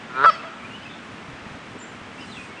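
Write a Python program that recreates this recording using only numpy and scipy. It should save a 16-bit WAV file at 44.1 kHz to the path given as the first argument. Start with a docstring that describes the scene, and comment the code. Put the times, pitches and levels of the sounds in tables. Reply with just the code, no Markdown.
"""On the bank of a pond a goose honks: a low pulsed growl swells, cracks and flips into one clear, sagging note.
Growl and crack are pulse trains ringing throat resonances; the note is a sum of overtones with a rasp.
Filtered delays and decaying noise return the honk from shore, bank, rock wall and trees.
Songbird whistles and thin peeps are gliding tones with a diffuse echo; soft low knocks are damped modes.
Coloured noises make the steady outdoor hush, its low rumble and a faint hiss."""
import sys
import numpy as np
from scipy import signal
from scipy.fft import rfft, irfft, next_fast_len
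from scipy.io import wavfile
from scipy.ndimage import map_coordinates

SR = 44100
rng = np.random.default_rng(int(sys.argv[2]) if len(sys.argv) > 2 else 0)


def transcribe(u):
    """Save the signal u as a 16-bit wav file named by the first command-line argument.

    u: samples, shape (n,) or (channels, n), limited to [-1, 1]; the rate is SR.
    q: integer samples, one column per channel.
    """
    v = np.clip(np.atleast_2d(u).T, -1, 1)
    q = np.round(v * 32767).astype(np.int16)
    wavfile.write(sys.argv[1], SR, q)


N = 114660  # samples, 2.6 s

# Growl: pulse rate [t/s, f/Hz] and strength [t/s, level/dB]
GROWL_RATE = [(.09, 124), (.155, 130), (.2, 134), (.23, 143), (.252, 147)]
GROWL_LEVEL = [(.09, -41), (.14, -37.5), (.168, -26), (.198, -21.5), (.221, -20.5), (.238, -16),
               (.252, -16)]
# Throat resonances during the growl [f/Hz, width/Hz, relative level/dB]
THROAT = [(141, 100, -21), (272, 130, -18), (418, 215, -10.5), (1006, 140, -5), (1349, 216, 1.5),
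          (1620, 150, -21.5), (2470, 410, -34), (3990, 300, -32)]
# Colour of the air puff let out by each growl pulse [f/Hz, relative level/dB]
PUFF = [(300, -26.5), (900, -7), (1550, 4), (2100, -8.5), (2800, -10), (3800, -4), (4600, -21), (6000, -40),
        (10000, -50.5)]
# Resonances of the wider throat during the crack [f/Hz, width/Hz, relative level/dB]
CRACK_THROAT = [(473, 57, -10), (619, 130, -8.5), (1013, 109, 0.5), (1215, 174, 3.5), (1440, 220, 1.5),
                (1610, 120, -9.5), (2530, 230, -23), (4870, 470, -28.5)]
# Overtones of the note [multiple of the pitch, level/dB, change of level at full sag/dB]
OVERTONES = [(1, -23.5, 4), (2, -0.5, 2), (3, -26, 0.5), (4, -31, 21), (5, -26.5, 13), (6, -40, 25),
             (7, -30, 7), (8, -44, 19), (9, -50.5, 0), (10, -48, -6), (12, -46, -7.5), (13, -64, 1)]
# Colour of the breathy rasp in the note [f/Hz, relative level/dB]
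RASP = [(300, -16), (1400, -6.5), (2000, -12.5), (2900, 1.5), (3700, -7.5), (4900, -1), (6200, -15),
        (8000, -17.5), (10000, -25)]
# Colour of the bank's scatter: it returns the treble that the bill throws forward [f/Hz, relative level/dB]
BANK = [(200, -12), (640, 4.5), (950, -3), (1320, -14.5), (2000, 14.5), (2650, 10), (3300, 11), (4000, 7),
        (4650, 14), (5250, 15), (5900, 12), (9000, 12.5)]
# Colour of the rock wall's echo [f/Hz, relative level/dB]
CLIFF = [(200, -17.5), (450, -51), (660, 3.5), (950, -15), (1300, -28), (2000, -4.5), (3200, -3.5),
         (8000, -22)]
# Decay time of the trees' ringing [f/Hz, t60/s]
TREES = [(200, 1.8), (1300, 1.43), (3000, 4), (8000, 0.15)]
# Songbird whistles
# [t/s, length/s, first f/Hz, middle f/Hz, last f/Hz, level/dB, roughness 0-1]
WHISTLES = [(.14, 0.054, 2360, 2360, 2470, -42, .1), (.392, 0.025, 2680, 2610, 2460, -40, .3),
            (.595, 0.036, 2300, 2300, 2280, -44, .1), (.642, .026, 2300, 2446, 2440, -40, 0.22),
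            (.702, 0.07, 2784, 2860, 3110, -39.5, 0.22), (.82, 0.026, 3070, 3020, 3060, -44, 0.24),
            (.853, 0.02, 2800, 2560, 2620, -37, 0.24), (.885, .075, 3400, 3570, 3500, -48.5, .9),
            (2.18, 0.032, 2590, 2750, 2750, -40, 0.19), (2.204, 0.042, 2840, 3012, 2920, -41, .15),
            (2.272, .058, 4100, 4060, 3980, -50, 0.2), (2.312, 0.065, 3950, 3550, 3160, -44.5, .45),
            (2.366, 0.019, 2780, 2645, 2550, -36.5, 0.14), (2.38, 0.045, 2540, 2480, 2490, -37, 0.05),
            (2.485, 0.051, 2200, 2190, 2240, -44, .2), (2.565, 0.053, 2550, 2750, 2680, -40, .25)]
# Thin high peeps
# [t/s, length/s, first f/Hz, middle f/Hz, last f/Hz, level/dB, roughness 0-1]
PEEPS = [(.29, 0.054, 5230, 5320, 5220, -41.5, 0.18), (.347, .02, 5300, 5220, 5050, -52, .4),
         (.82, 0.085, 4970, 5000, 4980, -58, .3), (1.786, .012, 8360, 7830, 7300, -49, .2),
         (1.795, 0.057, 7200, 7190, 7560, -45.5, .17), (2.203, 0.018, 4850, 5050, 5500, -48, .5),
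         (2.205, 0.055, 4900, 4800, 4750, -54.5, .3)]
# Decay time of the small birds' echo [f/Hz, t60/s]
BIRD_ECHO = [(2500, 0.19), (8000, 0.39)]
# Soft low knocks [t/s, f of the middle mode/Hz, level before the envelope/dB]
KNOCKS = [(1.283, 127, -29), (1.33, 82, -34), (1.418, 85.5, -35), (1.464, 158, -29), (1.514, 164, -27),
          (1.545, 90, -35), (1.569, 250, -31.5), (1.677, 104, -36), (1.711, 151, -36), (1.744, 403, -32),
          (1.759, 450, -36), (1.757, 263, -31.5), (2.015, 99, -40), (2.388, 106, -36)]
# Colour of the outdoor hush [f/Hz, relative level/dB]
HUSH = [(25, -16), (50, -60.5), (90, -12.5), (220, -2.5), (350, -4.5), (600, -7), (1300, -5.5),
        (2500, -9.5), (3300, -14.5), (4200, -21.5), (6500, -27.5), (8500, -34), (10000, -63)]
# Rumble: colour [f/Hz, relative level/dB] and mean course [t/s, level/dB]
RUMBLE = [(30, -39), (60, -4.5), (90, 6), (170, 5.5), (230, 11), (320, 0), (500, -27.5)]
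RUMBLE_LEVEL = [(0, -46.5), (.4, -50), (.7, -46.5), (1.2, -46.5), (1.52, -46), (1.85, -45.5), (2.05, -46.5),
                (2.22, -45), (2.6, -48)]
# Hiss: colour [f/Hz, relative level/dB] and course [t/s, level/dB]
HISS = [(2500, -13), (4500, -7), (6000, -7.5), (7400, -8.5), (8300, -7), (9200, -13.5), (10000, -31.5)]
HISS_LEVEL = [(0, -73.5), (.5, -64), (1.1, -72), (2.1, -67), (2.3, -55), (2.45, -54.5), (2.6, -68)]

# Growl: each pulse rebounds once and lets out a fading puff (fade in dB per pulse period)
REBOUND_S, REBOUND_DB, PUFF_DB, PUFF_FADE_DB = .0029, -21, -11.5, 16
THROAT_TOP_HZ = 5100
# Crack: start, end, mean pulse rate, level, timing scatter as a fraction of the period
CRACK_S, CRACK_END_S, CRACK_HZ, CRACK_DB, CRACK_JITTER = .2402, .2595, 286, -11.8, .11
# Note: held pitch, its drop by the end, time constant of the drop
NOTE_HZ, SAG_HZ, SAG_S = 665, 118, .0075
NOTE_S, NOTE_END_S, NOTE_ATTACK_S, NOTE_RELEASE_S, NOTE_DB = .2545, .3055, .007, .009, -9.4
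# Unsteadiness: pitch scatter as a fraction, upper-overtone flutter, settling time constant
NOTE_JITTER, FLUTTER_DB, SETTLE_S = .005, 1.5, .003
# Rasp: level factor, and the share that stays while the note is steady
NOTE_RASP_DB, RASP_HELD = -25, .1
DULL_DB = 24  # the overtones die before the fundamental as the push ends
# Returns of the honk: delay, t60, level
SHORE_S, SHORE_T60, SHORE_DB = .012, .013, -26.5
BANK_S, BANK_T60, BANK_DB = .04, .16, -18.5
CLIFF_S, CLIFF_DB, CLIFF_SMEAR_DB = .19, -11, -12  # the smear is relative to the echo
TREES_DB, LEAF_BLUR = -26, 1.2  # blur: phase swing in radians
# Small birds: pitch waver as a fraction (at roughness 1), level flutter, gains into the echo
BIRD_WAVER, BIRD_FLUTTER_DB, BIRD_WET_DB, PEEP_WET_DB = .045, 1.3, -.5, -6.5
KNOCK_T60, KNOCK_ATTACK_S = .064, .0023  # seconds
HUSH_DB, TOP_HZ = -40.5, 10050


def growl(scatter_db=0.5, jitter_s=.00003):
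    """Source and filter: syrinx pulses, growing stronger and a little faster, excite the throat and let out air."""
    rate, db = curves(GROWL_RATE)[0], curves(GROWL_LEVEL)[0]
    sounding = (clock() > GROWL_RATE[0][0]) * (clock() < GROWL_RATE[-1][0])
    cycles = np.cumsum(rate * sounding) / SR + 1 / 4
    at = np.flatnonzero(np.diff(np.floor(cycles)))  # one pulse at each whole cycle
    size, late, rebound_late = rng.standard_normal((len(at), 3)).T
    times = at / SR + jitter_s * late
    # the root keeps the mean power independent of the pulse rate
    sizes = amp(db[at] + scatter_db * size) * np.sqrt(SR / rate[at])
    pulses = voiced(times, sizes, THROAT)
    rebounds = voiced(times + REBOUND_S + jitter_s * rebound_late, amp(REBOUND_DB) * sizes, THROAT)
    puff_level = amp(db + PUFF_DB - PUFF_FADE_DB * (cycles % 1)) * sounding
    return pulses + rebounds + puff_level * noise(PUFF)


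def crack():
    """Register transition: between two regimes the pulses come hard and uneven, under a steady push."""
    beats = np.arange(CRACK_S, CRACK_END_S, 1 / CRACK_HZ)
    timing, size_db = rng.standard_normal((len(beats), 2)).T
    burst = voiced(beats + CRACK_JITTER * timing / CRACK_HZ, amp(size_db), CRACK_THROAT)
    level = np.sqrt((CRACK_END_S - CRACK_S) * SR / np.sum(burst ** 2))
    return amp(CRACK_DB) * level * burst


def note():
    """Harmonic series: the throat favours the second harmonic; rough at first, clear, then frayed by the sag."""
    t = clock()
    sag = np.exp(np.minimum(t - NOTE_END_S, 0) / SAG_S)  # 0 to 1
    unsteady = np.exp(-np.maximum(t - CRACK_END_S, 0) / SETTLE_S) + np.sqrt(sag)
    pitch = (NOTE_HZ - SAG_HZ * sag) * (1 + NOTE_JITTER * unsteady * wobble(900))
    phase = 2 * np.pi * np.cumsum(pitch) / SR
    tone = 0
    for k, db, sag_db in OVERTONES:
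        # the pitch sags off the throat's resonances, so each overtone changes level
        flutter_db = FLUTTER_DB * (k > 2) * wobble(160)
        dull_db = DULL_DB * (k > 1) * sag ** 2
        level = amp(db + sag_db * sag - dull_db + flutter_db)
        tone = tone + level * np.sin(k * phase + rng.uniform(0, 2 * np.pi))
    rasp_level = amp(NOTE_RASP_DB - DULL_DB * sag ** 2) * (RASP_HELD + unsteady ** 2)
    rasp = rasp_level * noise(RASP) * (1 + np.cos(phase))  # pulsing once a cycle
    envelope = gate(NOTE_S, NOTE_END_S + NOTE_RELEASE_S / 2, NOTE_ATTACK_S, NOTE_RELEASE_S)
    return amp(NOTE_DB) * envelope * (np.sqrt(2) * tone + rasp)


def pond(honk):
    """Reflection and scattering: shore and bank scatter the honk, the rock wall returns it, the trees ring on."""
    shore = reverb(echo(honk, [(1000, SHORE_DB)], SHORE_S), [(1000, SHORE_T60)], onset_s=0.0018)
    bank = reverb(echo(honk, BANK, BANK_S), [(1000, BANK_T60)], onset_s=0.012)
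    cliff = echo(honk, CLIFF, CLIFF_S)
    ledges = reverb(cliff, [(1000, 0.68)], onset_s=0.025)
    wall = amp(CLIFF_DB) * (cliff + amp(CLIFF_SMEAR_DB) * ledges)
    return shore + amp(BANK_DB) * bank + amp(TREES_DB) * trees(honk) + wall


def trees(honk, count=4):
    """Phase modulation of diffuse tails: swaying leaves blur the pitch of several ringing stands."""
    blurred = 0
    for _ in range(count):
        tail = signal.hilbert(reverb(honk, TREES, onset_s=0.045), next_fast_len(N))[:N]
        blurred = blurred + np.real(tail * np.exp(1j * LEAF_BLUR * wobble(110)))
    return blurred / np.sqrt(count)


def birds(calls, rise=0.2, fall=0.2):
    """Frequency modulation: each call is one wavering tone gliding through three pitches."""
    out = np.zeros(N)
    for s, length, first, middle, last, db, rough in calls:
        progress = np.clip((clock() - s) / length, 0, 1)
        glide = np.polyval(np.polyfit([0, .5, 1], [first, middle, last], 2), progress)
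        hz = glide * (1 + BIRD_WAVER * rough * wobble(600))
        envelope = gate(s, s + length, rise * length, fall * length)
        level = amp(db + BIRD_FLUTTER_DB * wobble(110)) * envelope
        out += level * np.sin(2 * np.pi * np.cumsum(hz) / SR)
    return out


def knocks(spread=0.2):
    """Damped modal vibration: each dull bump is a cluster of three low, quickly decaying modes."""
    out = np.zeros(N)
    for s, hz, db in KNOCKS:
        t = np.maximum(clock() - s, 0)
        ring = 0
        for k in (-1, 0, 1):
            mode_hz = hz * np.exp(spread * k)
            mode = np.sin(2 * np.pi * mode_hz * t + rng.uniform(0, 2 * np.pi))
            ring = ring + mode * .5 ** abs(k)
        out += amp(db - 60 * t / KNOCK_T60) * (1 - np.exp(-t / KNOCK_ATTACK_S)) * ring
    return out


def air(hush_sway_db=0.5, rumble_sway_db=2):
    """Coloured noise: a steady outdoor hush with a slowly swelling rumble and a faint high hiss."""
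    hush = amp(HUSH_DB + hush_sway_db * wobble(5.84)) * noise(HUSH)
    rumble = amp(curves(RUMBLE_LEVEL)[0] + rumble_sway_db * wobble(12.4)) * noise(RUMBLE)
    hiss = amp(curves(HISS_LEVEL)[0]) * noise(HISS)
    return hush + rumble + hiss


def voiced(times, sizes, throat):
    """Resonance: pulses ring the throat's steep modes; a pulse of size 1 carries unit energy."""
    pulses = np.bincount(np.round(times * SR).astype(int), sizes, N)[:N]

    def response(f):
        ring = 0
        for centre, width, db in throat:
            resonance = 1j * f * width / (centre * centre - f * f + 1j * f * width)
            ring = ring + amp(db) * resonance ** 2
        return unit(ring / np.sqrt(1 + (f / THROAT_TOP_HZ) ** 10))

    return filtered(pulses, response)


def echo(x, colour, delay_s):
    """Specular reflection: one coloured, delayed copy, the delay being a linear phase."""
    return filtered(x, lambda hz: amp(along(colour, hz)) * np.exp(-2j * np.pi * hz * delay_s))


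def reverb(x, t60s, onset_s):
    """Diffuse decay: a noise tail of unit energy in which each frequency dies at its own speed."""
    hz, t, z = signal.stft(rng.standard_normal(SR), SR, nperseg=256)
    decay = amp(-60 * t / along(t60s, hz)[:, None])
    onset = 1 - np.exp(-t / onset_s)
    tail = signal.istft(z * decay * onset, SR, nperseg=256)[1]
    return signal.fftconvolve(x, tail / np.linalg.norm(tail))[:N]


def noise(spectrum):
    """Spectral shaping: white noise coloured by a level curve, at rms 1."""
    return unit(filtered(rng.standard_normal(N), lambda hz: amp(along(spectrum, hz))))


def filtered(x, response):
    """Linear filtering: the spectrum of x times a response of frequency."""
    m = next_fast_len(N + SR // 2)  # padded against wrap-around
    return irfft(rfft(x, m) * response(np.fft.rfftfreq(m, 1 / SR)), m)[:N]


def gate(start, end, attack, release):
    """Amplitude envelope: a smooth rise, a hold and a smooth fall."""
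    t = clock()
    rise = np.sin(np.pi / 2 * np.clip((t - start) / attack, 0, 1)) ** 2
    fall = np.sin(np.pi / 2 * np.clip((end - t) / release, 0, 1)) ** 2
    return rise * fall


def wobble(rate):
    """Random modulation: a smooth curve with rate knots a second."""
    return map_coordinates(rng.standard_normal(int(N * rate / SR) + 4), [clock() * rate])


def curves(rows):
    """Linear interpolation in time: one value per sample for each column after t/s."""
    s, *cols = np.transpose(rows)
    return [np.interp(clock(), s, c) for c in cols]


def along(points, hz):
    """Interpolation of (f/Hz, value) points on a logarithmic frequency axis."""
    f, v = np.transpose(points)
    return np.interp(np.log(hz + 1), np.log(f + 1), v)


def clock():
    """Sampling: the time of each sample in seconds."""
    return np.arange(N) / SR


def unit(x):
    """Normalisation to rms 1."""
    return x / np.sqrt(np.mean(np.abs(x) ** 2) + 1e-20)


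def amp(db):
    """Logarithmic level: decibels to amplitude gain."""
    return 10 ** (np.asarray(db) / 20)


def scene():
    """Superposition: the goose and its echoes, the small birds, the knocks and the open air."""
    honk = growl() + crack() + note()
    whistles, peeps = birds(WHISTLES), birds(PEEPS)
    bird_send = amp(BIRD_WET_DB) * whistles + amp(PEEP_WET_DB) * peeps
    bird_echo = reverb(bird_send, BIRD_ECHO, onset_s=0.02)
    return (honk + pond(honk) + whistles + peeps + bird_echo + knocks() + air())[None]


def record(dry):
    """Band limitation: an abrupt low-pass keeps nothing above the top frequency."""
    return filtered(dry[0], lambda hz: hz < TOP_HZ)[None]


dry = scene()
out = record(dry)
transcribe(out)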